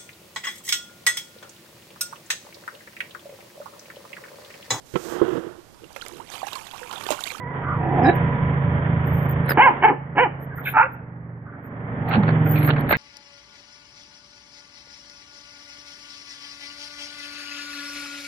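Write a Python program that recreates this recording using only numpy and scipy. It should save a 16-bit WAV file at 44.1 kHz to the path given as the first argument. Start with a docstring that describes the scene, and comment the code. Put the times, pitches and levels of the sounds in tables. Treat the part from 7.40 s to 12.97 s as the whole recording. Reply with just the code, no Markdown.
"""An engine hums and clatters first, with a rumble and a fading whine; later it slows down.
Over it monkeys and lemurs squabble for fruit on an outdoor feeding platform: one animal growls, yaps three
times, hisses and gives a hoarse bark; thin, grainy high noise bands sound on the left; feet scuffle on wire mesh.
The engine sums multiples of its firing rate, ringing panels and noise; voices are vocal-fold pulses and breath
through resonances; hisses and high bands are gliding noise; contacts excite mesh, wires and platform."""
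import sys
import numpy as np
from scipy import signal
from scipy.fft import rfft, irfft, next_fast_len
from scipy.io import wavfile
from scipy.ndimage import uniform_filter1d, minimum_filter1d

SR = 44100
rng = np.random.default_rng(int(sys.argv[2]) if len(sys.argv) > 2 else 0)


def int16_out(signal):
    """Quantize to a 16-bit WAV file."""
    q = np.round(np.clip(np.atleast_2d(signal).T, -1, 1) * 32767)
    wavfile.write(sys.argv[1], SR, q.astype(np.int16))


N = 245637
TIME = np.arange(N) / SR

# Engine speed: (time [s], firing rate [1/s])
FIRING_RATE = [(0, 26.85), (0.6, 27.28), (1.2, 27.6), (1.8, 27.68), (2.4, 27.44), (3, 27.1), (3.3, 26.79),
               (3.55, 24.61), (3.9, 23.66), (4.5, 23.3), (4.9, 22.6), (5.25, 21.55), (5.57, 20.41)]
# Exhaust drone, before its trim: (time [s], level [dB])
DRONE_LEVEL = [(0.0, -58), (0.04, -37.5), (0.51, -24.5), (2.02, -24), (2.17, -27.5), (2.2, -36),
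               (3.35, -36), (3.38, -42), (3.94, -37), (4.19, -44), (4.92, -18), (5.34, -19.5), (5.45, -27),
               (5.57, -42)]
# Exhaust orders: (multiple of the firing rate [1], level [dB])
EXHAUST_ORDERS = [(5, 10), (6, -2), (7, 3)]
# Response of the exhaust pipe: (frequency [Hz], gain [dB])
PIPE_RESPONSE = [(95, -34.5), (118, -1), (140, 0.5), (166, 4.5), (178, -3), (195, -29)]
# Shaking of the engine block, before surge and trim: (time [s], level [dB])
SHAKE_LEVEL = [(0, -54), (.3, -39), (.7, -34), (1, -31), (1.7, -27.5), (2.08, -33), (2.25, -52.5),
               (3.3, -49), (3.5, -53.5), (4.3, -54.5), (4.9, -48), (5.57, -45.5)]
# Orders of the shaking: (multiple of the firing rate [1], level [dB])
BLOCK_ORDERS = [(2, -15), (3, -7), (4, 0), (6, -2), (8, -10), (9, -11), (10, -10)]
# Casing panels: (frequency [Hz], width [Hz], relative level [dB])
CASING_PANELS = [(225.2, 39, 1), (248.1, 12, 2.5), (284, 18, 0), (385.6, 22, -9), (464, 21, -8),
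                 (575, 29, -6), (776.4, 44, -13)]
# Whirr of the moving parts: (multiple of the firing rate [1], level re drone [dB])
WHIRR_ORDERS = [(12, -23.5), (14, -25), (17, -18.5), (21, -20.5), (35, -26)]
# A panel through which the whirr passes: (frequency [Hz], gain [dB])
WHIRR_PANEL = [(285, -7), (302, 18.5), (320, 0.5)]
# Clatter and outdoor air, before the trim; also drives the casing: (time [s], level [dB])
AIR_LEVEL = [(0.0, -39.5), (0.17, -30.5), (0.46, -31.5), (0.62, -25.5), (1.09, -28.5), (1.63, -28),
             (2.37, -29.5), (2.54, -40.5), (3.09, -38.5), (3.37, -37.5), (3.54, -43.5), (4.0, -47.5),
             (4.34, -38), (4.82, -27), (5.48, -28.5), (5.57, -49)]
# Spectrum of clatter and outdoor air: (frequency [Hz], relative level [dB])
AIR_SPECTRUM = [(160, -17.5), (280, -2), (303, -10), (461, -6.5), (516, -8.5), (565, -9.5), (662, -9),
                (1880, -12.5), (2700, -29.5), (3750, -20.5), (4200, -41), (5460, -79), (9240, -120)]
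# Low rumble: (time [s], level [dB])
RUMBLE_LEVEL = [(0.0, -45), (0.25, -32.5), (.6, -28.5), (0.98, -28.5), (2.08, -32.5), (2.23, -45.5),
                (3.29, -40.5), (3.46, -48), (4.2, -48.5), (4.6, -31), (5.0, -32.5), (5.41, -32),
                (5.57, -23)]
# Spectrum of the rumble: (frequency [Hz], relative level [dB])
RUMBLE_SPECTRUM = [(15, -20), (30, -9), (55, -8), (85, 3), (130, 5), (190, 3), (300, -20), (600, -80)]
# Correlation of the two channels in diffuse noise: (frequency [Hz], correlation [-1 to 1])
CHANNEL_CORRELATION = [(100, 1), (400, 0.82), (850, 0.7), (1500, -0.5), (2500, 0.047)]
# A faint whine that fades away: (time [s], level [dB])
WHINE_LEVEL = [(0, -42), (.25, -45), (.45, -41), (.9, -39.5), (1.15, -46), (2.1, -54), (2.4, -80.5)]
# Its partials: (harmonic number [1], level at time 0 [dB], fade [dB/s])
WHINE_HARMONICS = [(1, -3.5, -1.5), (2, 3.5, 0), (4, -1, 11.5)]
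# Steps and scrapes on the mesh: (peak time [s], length scale [s], level [dB], ring of the wire [Hz])
MESH_SCUFFS = [(2.108, 0.035, -21.5, 1700), (2.129, 0.0097, -39, 2550), (4.725, 0.034, -24, 1350),
               (4.74, 0.045, -30, 2700), (4.756, 0.042, -28, 1580), (4.836, .012, -30, 1210),
               (4.893, 0.032, -25.5, 1490), (5.178, 0.046, -32, 2420), (5.209, 0.027, -38.5, 2250),
               (5.235, 0.028, -28.5, 2210), (5.297, 0.037, -23.5, 1590), (5.317, 0.029, -29.5, 2830),
               (5.385, 0.043, -28.5, 1490), (5.519, 0.029, -18.5, 1650), (5.524, 0.016, -19, 600),
               (5.545, 0.042, -20, 2100)]
# Spectrum of the grit under the feet: (frequency [Hz], relative level [dB])
GRIT_SPECTRUM = [(150, -50), (300, 1.5), (570, 5), (1000, -2), (1500, -1.5), (2400, -9), (3200, -16.5),
                 (4500, -8.5), (5200, -65), (7000, -77)]
# Landings on the platform: (time [s], level [dB])
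LANDING_HITS = [(4.767, -13), (4.78, -9.5), (5.521, -41)]
# Modes of the platform: (frequency [Hz], relative level [dB], time to fall 60 dB [s])
PLATFORM_MODES = [(199, 5.5, 0.16), (204, -25, .1), (556, -29, 0.041)]
# Claws and scraps of food knock on the mesh: (time [s], level [dB], ring of the wire [Hz])
MESH_TAPS = [(4.711, -15, 1350), (4.785, -26.5, 1110), (4.878, -26, 1620), (4.892, -25.5, 1457),
             (5.063, -24, 1410), (5.171, -27, 2310), (5.289, -18, 1400), (5.362, -18.5, 1625),
             (5.437, -28, 1290), (5.506, -18, 1670), (5.536, -11.5, 1630)]
# Modes of a wire: (multiple of its ring [1], width [Hz], relative level [dB])
WIRE_MODES = [(1, 93, 4), (1.45, 530, -8.5), (.6, 180, -5.5)]
# Thin, grainy high noise bands: (peak time [s], length [s], centre at the peak [Hz], level [dB], glide [Hz/s])
HIGH_BANDS = [(0.654, 0.054, 5090, -43, -3000), (0.69, 0.096, 3900, -34.5, 4),
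              (0.757, 0.027, 13500, -44.5, -12), (1.681, 0.055, 14300, -44, -14000),
              (1.762, 0.15, 13500, -47.5, -14000), (1.83, 0.13, 13600, -51, 14009),
              (1.911, 0.055, 14450, -36.5, 5997.5), (2.059, 0.026, 10700, -54, 0),
              (2.104, 0.048, 13840, -27.5, -30000), (2.104, 0.03, 10540, -34, 2),
              (2.105, 0.029, 5030, -32.5, 7), (2.119, 0.043, 4650, -44, 3), (2.13, 0.025, 12400, -42, 0),
              (3.031, 0.068, 12960, -50, 0), (3.185, 0.075, 14100, -44, 0), (3.284, 0.12, 13800, -36, -3),
              (3.285, 0.12, 11440, -43, -15000), (3.536, 0.046, 13700, -55, -1),
              (4.258, .07, 13800, -58, 0), (4.698, .025, 14000, -42, -4), (5.08, 0.078, 13500, -39, -12000),
              (5.119, 0.1, 14200, -30, -4000), (5.168, 0.15, 13200, -38, -10000),
              (5.244, 0.1, 11430, -36.5, -4), (5.272, 0.061, 12300, -34.5, 0),
              (5.269, 0.058, 14300, -33.5, 1), (5.404, 0.028, 12430, -42, 6), (5.512, 0.052, 12200, -29, 6),
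              (5.513, 0.058, 13900, -30, 25000)]
# A falling whimper, breathy yips, a short tick on the mesh, hisses and a faint moan: (peak time [s], length
# [s], centre at # the peak [Hz], width [Hz], level [dB], glide [Hz/s])
NEAR_NOISE_BANDS = [(.3, 0.2, 1277, 380, -29.5, -1900), (3.125, 0.054, 1576, 180, -41, 1),
                    (3.188, 0.038, 1590, 600, -34.5, 2.5), (3.277, 0.049, 1593, 260, -26.5, 1),
                    (3.275, 0.051, 2367, 500, -25.5, -1), (3.28, 0.1, 3400, 706, -43, -2),
                    (4.08, 0.066, 1343, 400, -44.5, 0), (4.14, 0.056, 1455, 400, -43.5, 0),
                    (4.74, 0.27, 822, 188, -30.5, -2)]
# Throat resonances: (frequency [Hz], width [Hz], relative level [dB]);
# the first row is the chest, the second the main resonance, the rest the mouth
GROWL_RESONANCES = [(298, 180, 0), (759, 103, 0), (1692, 160, 7), (2410, 500, -8)]
YAP_RESONANCES = [(335, 320, 0), (822, 232, 0), (1660, 240, -2), (2160, 330, -7), (3014, 220, -2.5)]
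BARK_RESONANCES = [(535, 120, 0), (915, 206, 0), (1350, 520, 14), (1900, 340, -1), (2200, 380, -2)]
# Growl in surges, before envelope and mouth trim:
# (time [s], level [dB], chest re level [dB], mouth re level [dB])
GROWL_SURGES = [(0.42, -29.5, -1, -9), (0.574, -27, 0.5, -14), (0.583, -18, -7, -16), (0.602, -23, -2, -16),
                (0.62, -18.5, -2, -19), (0.636, -25, 6, -14), (0.648, -16, -3, -1), (0.662, -19, 0, -3),
                (0.676, -13, -4, -10), (0.686, -18, 4, 1), (0.696, -12, -1, -1), (0.704, -18, 0, -8)]
# Pitch of the bark, which sags and then flips up: (time [s], pitch [Hz])
BARK_PITCH = [(3.34, 455), (3.36, 445), (3.383, 420), (3.405, 470), (3.42, 485), (3.428, 535)]
# Effort of the bark, before the rattle: (time [s], level [dB], mouth re level [dB], chest re level [dB])
BARK_STRENGTH = [(3.333, -41.5, 5, -23.5), (3.349, -23.5, 0, -23), (3.361, -20.5, -1, -24),
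                 (3.369, -14.5, 0, -35), (3.416, -12.5, -2.5, -35.5), (3.426, -36, 17.5, -2),
                 (3.438, -39, 16.5, 8), (3.448, -38.5, 9.5, 5), (3.47, -40.5, 6, 6)]
# Yaps: (time of highest pitch [s], highest pitch [Hz], rise [s], fall [s], extra chest on top [dB],
# added roughness on the rise [0-1], added roughness on the fall [0-1])
YAP_ARCHES = [(2.242, 549, .066, .068, 2, .07, .07), (2.459, 452, .042, .046, 8, .12, .26),
              (2.821, 506, .051, .051, 18, .09, .06)]
# Effort, one list for each yap: (time [s], level [dB], mouth re level [dB])
YAP_STRENGTHS = [
    [(2.165, -43.5, -4), (2.175, -15.5, -4), (2.19, -13.5, -1.5), (2.202, -7.5, -11.5), (2.222, -15, 6.5),
     (2.244, -23.5, 10), (2.274, -3.5, -12), (2.303, -23, -14.5), (2.325, -34.5, -21)],
    [(2.412, -49, 5.5), (2.426, -21, -0.5), (2.442, -8.5, -3.5), (2.456, -8, -7.5), (2.466, -17, -11),
     (2.492, -14.5, -6.5), (2.515, -25, -15.5), (2.55, -36, -19)],
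    [(2.75, -40.5, -7.5), (2.77, -28, -1), (2.783, -12, -2.5), (2.794, -15, 0), (2.802, -17, 0.5),
     (2.821, -25, 4.5), (2.836, -18.5, 2.5), (2.862, -21.5, -18.5), (2.88, -37, -26)],
]
# Chest in a yap, before the extra on top: (pitch [Hz], chest re level [dB])
YAP_CHEST_BY_PITCH = [(270, 1), (370, -10), (430, -19), (550, -10)]
# The voice clears as it rises: (pitch [Hz], roughness before the added part [0-1])
YAP_ROUGHNESS_BY_PITCH = [(290, .6), (370, .38), (420, .16), (480, .04)]

UNEVEN_FIRING = .08  # relative spread of the firing strength
WOBBLE_DB, WOBBLE_HZ = .6, 3.0  # spread and speed of the wobble of each engine order
SURGE_HZ, SURGE_DB, SURGE_PEAK_S = 4.3, 4, 1.3  # the shaking swells and sinks regularly
SECOND_HUM_HZ, SECOND_HUM_DB = 86.6, -2.5  # a steady pitch beside the block; level re the shaking
LABOUR_DB = 1.5  # gain of the casing for each firing per s below the highest speed
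AIR_BRIGHT_DB, AIR_TOP_HZ = -27, 3200  # fully bright from this air level up; top of the clatter
WHINE_HZ, WHINE_WAVER = 489.6, .024  # mean pitch and its relative spread
SCUFF_RISE, SCUFF_FALL = 0.38, 0.33  # time constants as shares of a scuff's length scale
GRAINS_HZ, GRAIN_DB = 110, 4.8  # speed and depth of the crackle of the grit
TAP_DECAY_S = .005  # decay time constant of the chatter of contact
HIGH_BAND_WIDTH, HIGH_BAND_GRAIN_DB = 0.035, 4.0  # width as a share of the centre; depth of the grains
BAND_GRAINS_HZ = 70
GROWL_HZ, GROWL_ROUGH = (218, 394.3), (0.93, 0.27)  # each without strain and at full strain
GROWL_MOUTH_DB = -4
GROWL_START_S, GROWL_CLIMAX_S, GROWL_SWELL_S = .36, .699, .11
GROWL_ATTACK_S, GROWL_RELEASE_S = 0.082, 0.008
BARK_ROUGH = .45
BARK_PULSES_PER_S, BARK_PULSE_DB, BARK_PULSE_PEAK_S = 68, 2.0, 3.371  # rate, depth, time of one crest
YAP_FOOT_HZ, YAP_TOP_S = 266, 0.072  # pitch at both ends of the arch; length of its top
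CUTOFF_HZ = 15100


def from_db(db):
    """Logarithmic level: decibels become an amplitude gain."""
    return 10 ** (np.asarray(db) / 20)


def rms_one(x):
    """Normalisation: scale the mean power to 1."""
    return x / np.sqrt(np.mean(x ** 2) + 1e-20)


def in_time(rows, t=TIME):
    """Linear interpolation: the columns of a curve at the times t."""
    s, *columns = np.transpose(rows)
    return [np.interp(t, s, c) for c in columns]


def at_hz(points, hz):
    """Logarithmic frequency scale: read a spectrum between its points."""
    f, value = np.transpose(points)
    return np.interp(np.log(hz + 1), np.log(f), value)


def cut(x, hz, kind, order=4):
    """Butterworth filtering: a low- or high-pass with a flat pass band."""
    return signal.sosfilt(signal.butter(order, hz, kind, fs=SR, output="sos"), x)


def wander(hz, size):
    """Low-pass random process: slow chance up to about hz, drawn from a longer curve of spread 1."""
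    step, count = 16, 16384  # samples between points; number of points
    f = np.arange(count // 2 + 1) * SR / (step * count)
    spectrum = rfft(rng.standard_normal(count)) * np.exp(-.5 * (f / hz) ** 2)
    slow = rms_one(irfft(spectrum))
    return np.interp(np.arange(size) / step, np.arange(count), slow)


def grains(hz, depth_db):
    """Random amplitude modulation: a gain that breaks noise into grains."""
    return from_db(depth_db * np.clip(wander(hz, N), -2, 2))


def resonate(x, hz, width):
    """Resonance: a damped two-pole oscillator with gain near 1 at its peak."""
    r = np.exp(-np.pi * width / SR)
    numerator = np.array([1, 0, -1]) * (1 - r * r) / 2
    denominator = [1, -2 * r * np.cos(2 * np.pi * hz / SR), r * r]
    return signal.lfilter(numerator, denominator, x + 1e-18)


def body(x, modes):
    """Modal superposition: parallel resonances, each applied twice for dark valleys."""
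    return sum(from_db(db) * resonate(resonate(x, hz, width), hz, width) for hz, width, db in modes)


def even(x, seconds):
    """Gain control: hold the running rms at 1."""
    power = uniform_filter1d(x * x, max(int(seconds * SR), 2))
    return x / np.sqrt(np.abs(power) + 1e-14)


def pan(left_db):
    """Interchannel level difference: gains that set left against right."""
    return from_db(np.array([[.5], [-.5]]) * left_db)


def diffuse(colour):
    """Diffuse field: coloured stereo noise whose channel correlation depends on frequency; rms 1."""
    size = 2 * next_fast_len(N // 2 + 1, True)
    f = np.arange(size // 2 + 1) * SR / size
    alike = np.clip(at_hz(CHANNEL_CORRELATION, f), -1, 1)
    mid, side = rfft(rng.standard_normal((2, size))) * from_db(at_hz(colour, f))
    stereo = np.sqrt(1 + alike) * mid + np.sqrt(1 - alike) * side * [[1], [-1]]
    return rms_one(irfft(stereo)[:, :N])


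def swell(t, peak_s, length):
    """Half-cosine window: a smooth rise and fall of height 1."""
    return np.cos(np.pi * np.clip((t - peak_s) / length, -.5, .5))


def rumble():
    """Broadband low-frequency radiation: diffuse bass noise under a slow level curve."""
    return from_db(in_time(RUMBLE_LEVEL)[0]) * diffuse(RUMBLE_SPECTRUM)


def engine_order(multiple, db, turns):
    """Harmonic excitation: one slightly wobbling multiple of the firing rate."""
    return from_db(db + WOBBLE_DB * wander(WOBBLE_HZ, N)) * np.sin(2 * np.pi * multiple * turns)


def exhaust(rate, turns, trim_db):
    """Pipe resonance: the pipe weights the exhaust orders as they glide with the engine speed."""
    orders = sum(engine_order(k, db + at_hz(PIPE_RESPONSE, k * rate), turns) for k, db in EXHAUST_ORDERS)
    return from_db(in_time(DRONE_LEVEL)[0] + trim_db) * even(orders, 0.085)


def moving_parts(rate, turns):
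    """Forced vibration: high orders whirr and swell when they pass through a panel resonance."""
    orders = sum(engine_order(k, db + at_hz(WHIRR_PANEL, k * rate), turns) for k, db in WHIRR_ORDERS)
    return from_db(in_time(DRONE_LEVEL)[0]) * orders


def block(turns, trim_db):
    """Periodic shaking and beats: surging block orders beside a second low hum of fixed pitch."""
    surge_db = SURGE_DB * np.cos(2 * np.pi * SURGE_HZ * (TIME - SURGE_PEAK_S))
    level = from_db(in_time(SHAKE_LEVEL)[0] + surge_db)
    # odd orders are inverted
    orders = rms_one(sum(engine_order(k, db, turns) * (-1) ** k for k, db in BLOCK_ORDERS))
    second_hum = from_db(SECOND_HUM_DB) * np.sqrt(2) * np.sin(2 * np.pi * SECOND_HUM_HZ * TIME)
    return level * (from_db(trim_db) * orders + second_hum)


def casing(rate, turns, trim_db):
    """Impulse excitation: each uneven firing rings the panels, with added gain as the engine slows."""
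    firings = np.diff(np.floor(turns), prepend=0) * (1 + UNEVEN_FIRING * rng.standard_normal(N))
    ringing = rms_one(cut(body(firings, CASING_PANELS), 1600, "low"))
    labour_db = LABOUR_DB * (rate.max() - rate)
    return from_db(in_time(AIR_LEVEL)[0] + labour_db + trim_db) * ringing


def clatter_and_air(turns, trim_db, throb):
    """Amplitude modulation: noise throbs at the firing rate and flickers; it is duller when quieter."""
    level = from_db(in_time(AIR_LEVEL)[0])
    wash = cut(diffuse(AIR_SPECTRUM), AIR_TOP_HZ, "low", order=16)
    brightness = np.clip(level / from_db(AIR_BRIGHT_DB), 0, 1) ** 0.81
    dark = rms_one(cut(wash, 2303, "low", order=12))
    wash = dark + brightness * cut(wash, 2290, "high", order=12)
    throbbing = 1 + throb * np.cos(2 * np.pi * turns)
    flicker = from_db(1.0 * wander(36, N))
    return level * from_db(trim_db) * wash * throbbing * flicker


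def engine():
    """Superposition: exhaust, block, casing and moving parts share one firing phase with the clatter."""
    rate, = in_time(FIRING_RATE)
    turns = np.cumsum(rate) / SR  # firings so far
    tones = exhaust(rate, turns, trim_db=0.5) + block(turns, trim_db=2.0)
    tones = tones + casing(rate, turns, trim_db=-9.5) + moving_parts(rate, turns)
    clatter = clatter_and_air(turns, trim_db=-2.5, throb=0.09)
    return (tones + rumble()) * pan(-2.5) + clatter * pan(-4.0)


def whine():
    """Harmonic series with frequency modulation: a faint unsteady tone whose highest partial dies first."""
    db, = in_time(WHINE_LEVEL)
    phase = 2 * np.pi * np.cumsum(WHINE_HZ * (1 + WHINE_WAVER * wander(35, N))) / SR
    tone = sum(from_db(db + part_db - fade * TIME) * np.sin(k * phase) for k, part_db, fade in WHINE_HARMONICS)
    return np.sqrt(2) * tone * pan(-7.5)


def scuffs(ring_db, ring_width_hz):
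    """Friction excitation: clumped grains of grit rub the mesh and set its wires ringing."""
    grit = diffuse(GRIT_SPECTRUM) * grains(GRAINS_HZ, GRAIN_DB)
    out = np.zeros((2, N))
    for s, length, db, hz in MESH_SCUFFS:
        span = np.abs(TIME - s) < 2 * length
        age = (TIME[span] - s) / length
        ring = rms_one(resonate(grit[:, span], hz, ring_width_hz))
        rub = rms_one(rms_one(grit[:, span]) + from_db(ring_db) * ring)
        stroke = 2 / (np.exp(-age / SCUFF_RISE) + np.exp(age / SCUFF_FALL))
        out[:, span] += from_db(db) * stroke * rub
    return cut(out, 4250, "low", order=12) * pan(-3.5)


def landings():
    """Free vibration: each landing leaves the platform modes to decay as a thud."""
    out = np.zeros(N)
    for s, db in LANDING_HITS:
        age = np.maximum(TIME - s, 0)
        for hz, mode_db, t60 in PLATFORM_MODES:
            out += from_db(db + mode_db - 60 * age / t60) * np.sin(2 * np.pi * hz * age)
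    return cut(cut(out, 430, "low"), 110, "high", order=2) * pan(-3.5)


def taps():
    """Impact excitation: a brief chatter of contact leaves a wire ringing in its modes."""
    out, t = np.zeros(N + SR), TIME[:SR // 10]
    for s, db, hz in MESH_TAPS:
        contact = rng.standard_normal(len(t)) * np.exp(-t / TAP_DECAY_S)
        ring = sum(from_db(mode_db) * resonate(contact, ratio * hz, width) for ratio, width, mode_db in WIRE_MODES)
        start = int(s * SR)
        out[start:start + len(t)] += from_db(db) * ring / np.abs(ring).max()
    return cut(out[:N], 2500, "low", order=8) * pan(-1.0)


def gliding_bands(rows, grain_db=0):
    """Narrow-band noise: two slow noises modulate a gliding carrier, which may break into grains."""
    out = np.zeros(N)
    breaks = grains(BAND_GRAINS_HZ, grain_db)
    for peak_s, length, hz, width, db, glide in rows:
        span = np.abs(TIME - peak_s) < length / 2
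        t = TIME[span]
        # the two noises ride on carriers a quarter cycle apart
        a, b = cut(rng.standard_normal((2, N // 8)), width / 2, "low", order=3)[:, -len(t):]
        phase = 2 * np.pi * np.cumsum(hz + glide * (t - peak_s)) / SR
        band = rms_one(breaks[span] * (a * np.cos(phase) + b * np.sin(phase)))
        out[span] += from_db(db) * swell(t, peak_s, length) ** 1.3 * band
    return out


def high_bands():
    """Narrow-band noise: thin, grainy high bands, much stronger on the left."""
    rows = [(s, length, hz, HIGH_BAND_WIDTH * hz, db, glide) for s, length, hz, db, glide in HIGH_BANDS]
    return gliding_bands(rows, HIGH_BAND_GRAIN_DB) * from_db([[0], [-15]])


def call(rows, throat, jitter, breath, flutter_db, flutter_hz):
    """Source and filter: fold pulses, uneven and breathy with roughness, ring in chest, throat and mouth."""
    # rows: (time [s], pitch [Hz], level [dB], chest re level [dB], mouth re level [dB], roughness [0-1])
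    span = (TIME > rows[0][0]) & (TIME < rows[-1][0])
    t, out = TIME[span], np.zeros(N)
    pitch, level_db, chest_db, mouth_db, rough = in_time(rows, t)
    rough = np.clip(rough, 0, 1)
    phase = 2 * np.pi * np.cumsum(pitch * (1 + jitter * rough * wander(160, len(t)))) / SR
    folds = rms_one(sum(np.cos(k * phase) for k in range(1, 13)))
    # air escapes in a puff on every cycle
    puffs = rms_one(cut(rng.standard_normal(len(t)), 3800, "low") * (1.5 + np.cos(phase)))
    source = (1 - rough) * folds + breath * rough * puffs
    source = source * from_db(flutter_db * rough * wander(flutter_hz, len(t)))
    # a wide-open mouth favours its upper resonances
    opening = from_db(0.77 * np.maximum(mouth_db, 0))
    chest = even(body(source, throat[:1]), 0.012)
    main = even(body(source, throat[1:2]), 0.012)
    mouth = even(body(source, throat[2:3]) + opening * body(source, throat[3:]), 0.012)
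    out[span] = from_db(level_db) * (main + from_db(chest_db) * chest + from_db(mouth_db) * mouth)
    return cut(out, 2735, "low", order=16)


def envelope_db(t, start, length, attack, release):
    """Amplitude envelope: attack, hold and release, in dB."""
    gain = np.minimum((t - start) / attack, (start + length - t) / release)
    return 20 * np.log10(np.clip(gain, 1e-3, 1))


def growl():
    """Vocal-fold tension: in a surging growl, growing strain raises the pitch and clears the voice."""
    t = np.arange(GROWL_START_S, GROWL_CLIMAX_S + GROWL_RELEASE_S, 1 / SR)
    strain = np.exp(np.minimum(t - GROWL_CLIMAX_S, 0) / GROWL_SWELL_S)
    pitch = np.interp(strain ** 3, (0, 1), GROWL_HZ)
    rough = np.interp(strain, (0, 1), GROWL_ROUGH)
    level, chest, mouth = in_time(GROWL_SURGES, t)
    level = level + envelope_db(t, t[0], t[-1] - t[0], GROWL_ATTACK_S, GROWL_RELEASE_S)
    rows = np.transpose([t, pitch, level, chest, mouth + GROWL_MOUTH_DB, rough])
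    return call(rows, GROWL_RESONANCES, jitter=0.077, breath=1.0, flutter_db=7.5, flutter_hz=60)


def bark():
    """Register change: a rattling burst shifts its weight to chest and mouth as the pitch flips up."""
    t = np.arange(BARK_STRENGTH[0][0], BARK_STRENGTH[-1][0], 1 / SR)
    pitch, = in_time(BARK_PITCH, t)
    level, mouth, chest = in_time(BARK_STRENGTH, t)
    rattle = BARK_PULSE_DB * np.cos(2 * np.pi * BARK_PULSES_PER_S * (t - BARK_PULSE_PEAK_S))
    rows = np.transpose([t, pitch, level + rattle, chest, mouth, np.full(len(t), BARK_ROUGH)])
    return call(rows, BARK_RESONANCES, jitter=0.084, breath=1.0, flutter_db=4.5, flutter_hz=98)


def yap(arch, effort):
    """Pitch-dependent resonance: an arch, rougher at its feet, whose chest drops out or takes over on top."""
    top_s, top_hz, rise_s, fall_s, top_chest_db, rough_rise, rough_fall = arch
    t = np.arange(effort[0][0], effort[-1][0], 1 / SR)
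    level, mouth = in_time(effort, t)
    height = np.maximum(1 - ((t - top_s) / np.where(t < top_s, rise_s, fall_s)) ** 2, 0)
    pitch = YAP_FOOT_HZ + (top_hz - YAP_FOOT_HZ) * height
    chest = at_hz(YAP_CHEST_BY_PITCH, pitch) + top_chest_db * swell(t, top_s, YAP_TOP_S)
    rough = np.where(t < top_s, rough_rise, rough_fall) + at_hz(YAP_ROUGHNESS_BY_PITCH, pitch)
    rows = np.transpose([t, pitch, level, chest, mouth, rough])
    return call(rows, YAP_RESONANCES, jitter=0.13, breath=1.0, flutter_db=7.0, flutter_hz=90)


def from_right(x, lag_ms, left_db):
    """Interchannel delay: sound from the right reaches the left channel later and weaker."""
    return np.array([np.interp(TIME - lag_ms / 1000, TIME, x), x]) * pan(left_db)


def enclosure(x, early_db, early_t60, late_db, late_t60):
    """Reverberation: quick reflections off platform and bank, and a fainter, longer tail from the trees."""
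    t = TIME[:SR]
    out = 0
    for db, t60 in ((early_db, early_t60), (late_db, late_t60)):
        echo = rng.standard_normal((2, SR)) * from_db(-60 * t / t60) * (t > .004)
        echo /= np.sqrt(np.sum(echo ** 2, axis=1, keepdims=True))
        out = out + from_db(db) * signal.fftconvolve(x[None], echo, axes=1)[:, :N]
    return out * pan(-0.98)


def scene():
    """Superposition: engine and whine, contacts on the platform, high bands, then the near voices."""
    background = engine() + whine()
    contacts = scuffs(ring_db=5, ring_width_hz=440) + landings() + taps()
    yaps = sum(yap(arch, effort) for arch, effort in zip(YAP_ARCHES, YAP_STRENGTHS))
    voices = gliding_bands(NEAR_NOISE_BANDS) + growl() + bark() + yaps
    near = from_right(voices, lag_ms=0.087, left_db=-2.5)
    echoes = enclosure(voices, early_db=-8.0, early_t60=0.16, late_db=-17.5, late_t60=0.56)
    return background + contacts + high_bands() + near + echoes


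def record(dry):
    """Peak limiting and band limiting: fast gain holds the loudest peaks down; the top is cut steeply."""
    ceiling, window = .94, int(.004 * SR)  # amplitude; samples
    gain = minimum_filter1d(ceiling / np.maximum(np.abs(dry).max(axis=0), ceiling), 2 * window)
    gain = uniform_filter1d(uniform_filter1d(gain, window), window)
    low_pass = signal.ellip(10, .1, 80, CUTOFF_HZ, fs=SR, output="sos")
    return signal.sosfilt(low_pass, dry * gain)


dry = scene()
out = record(dry)
int16_out(out)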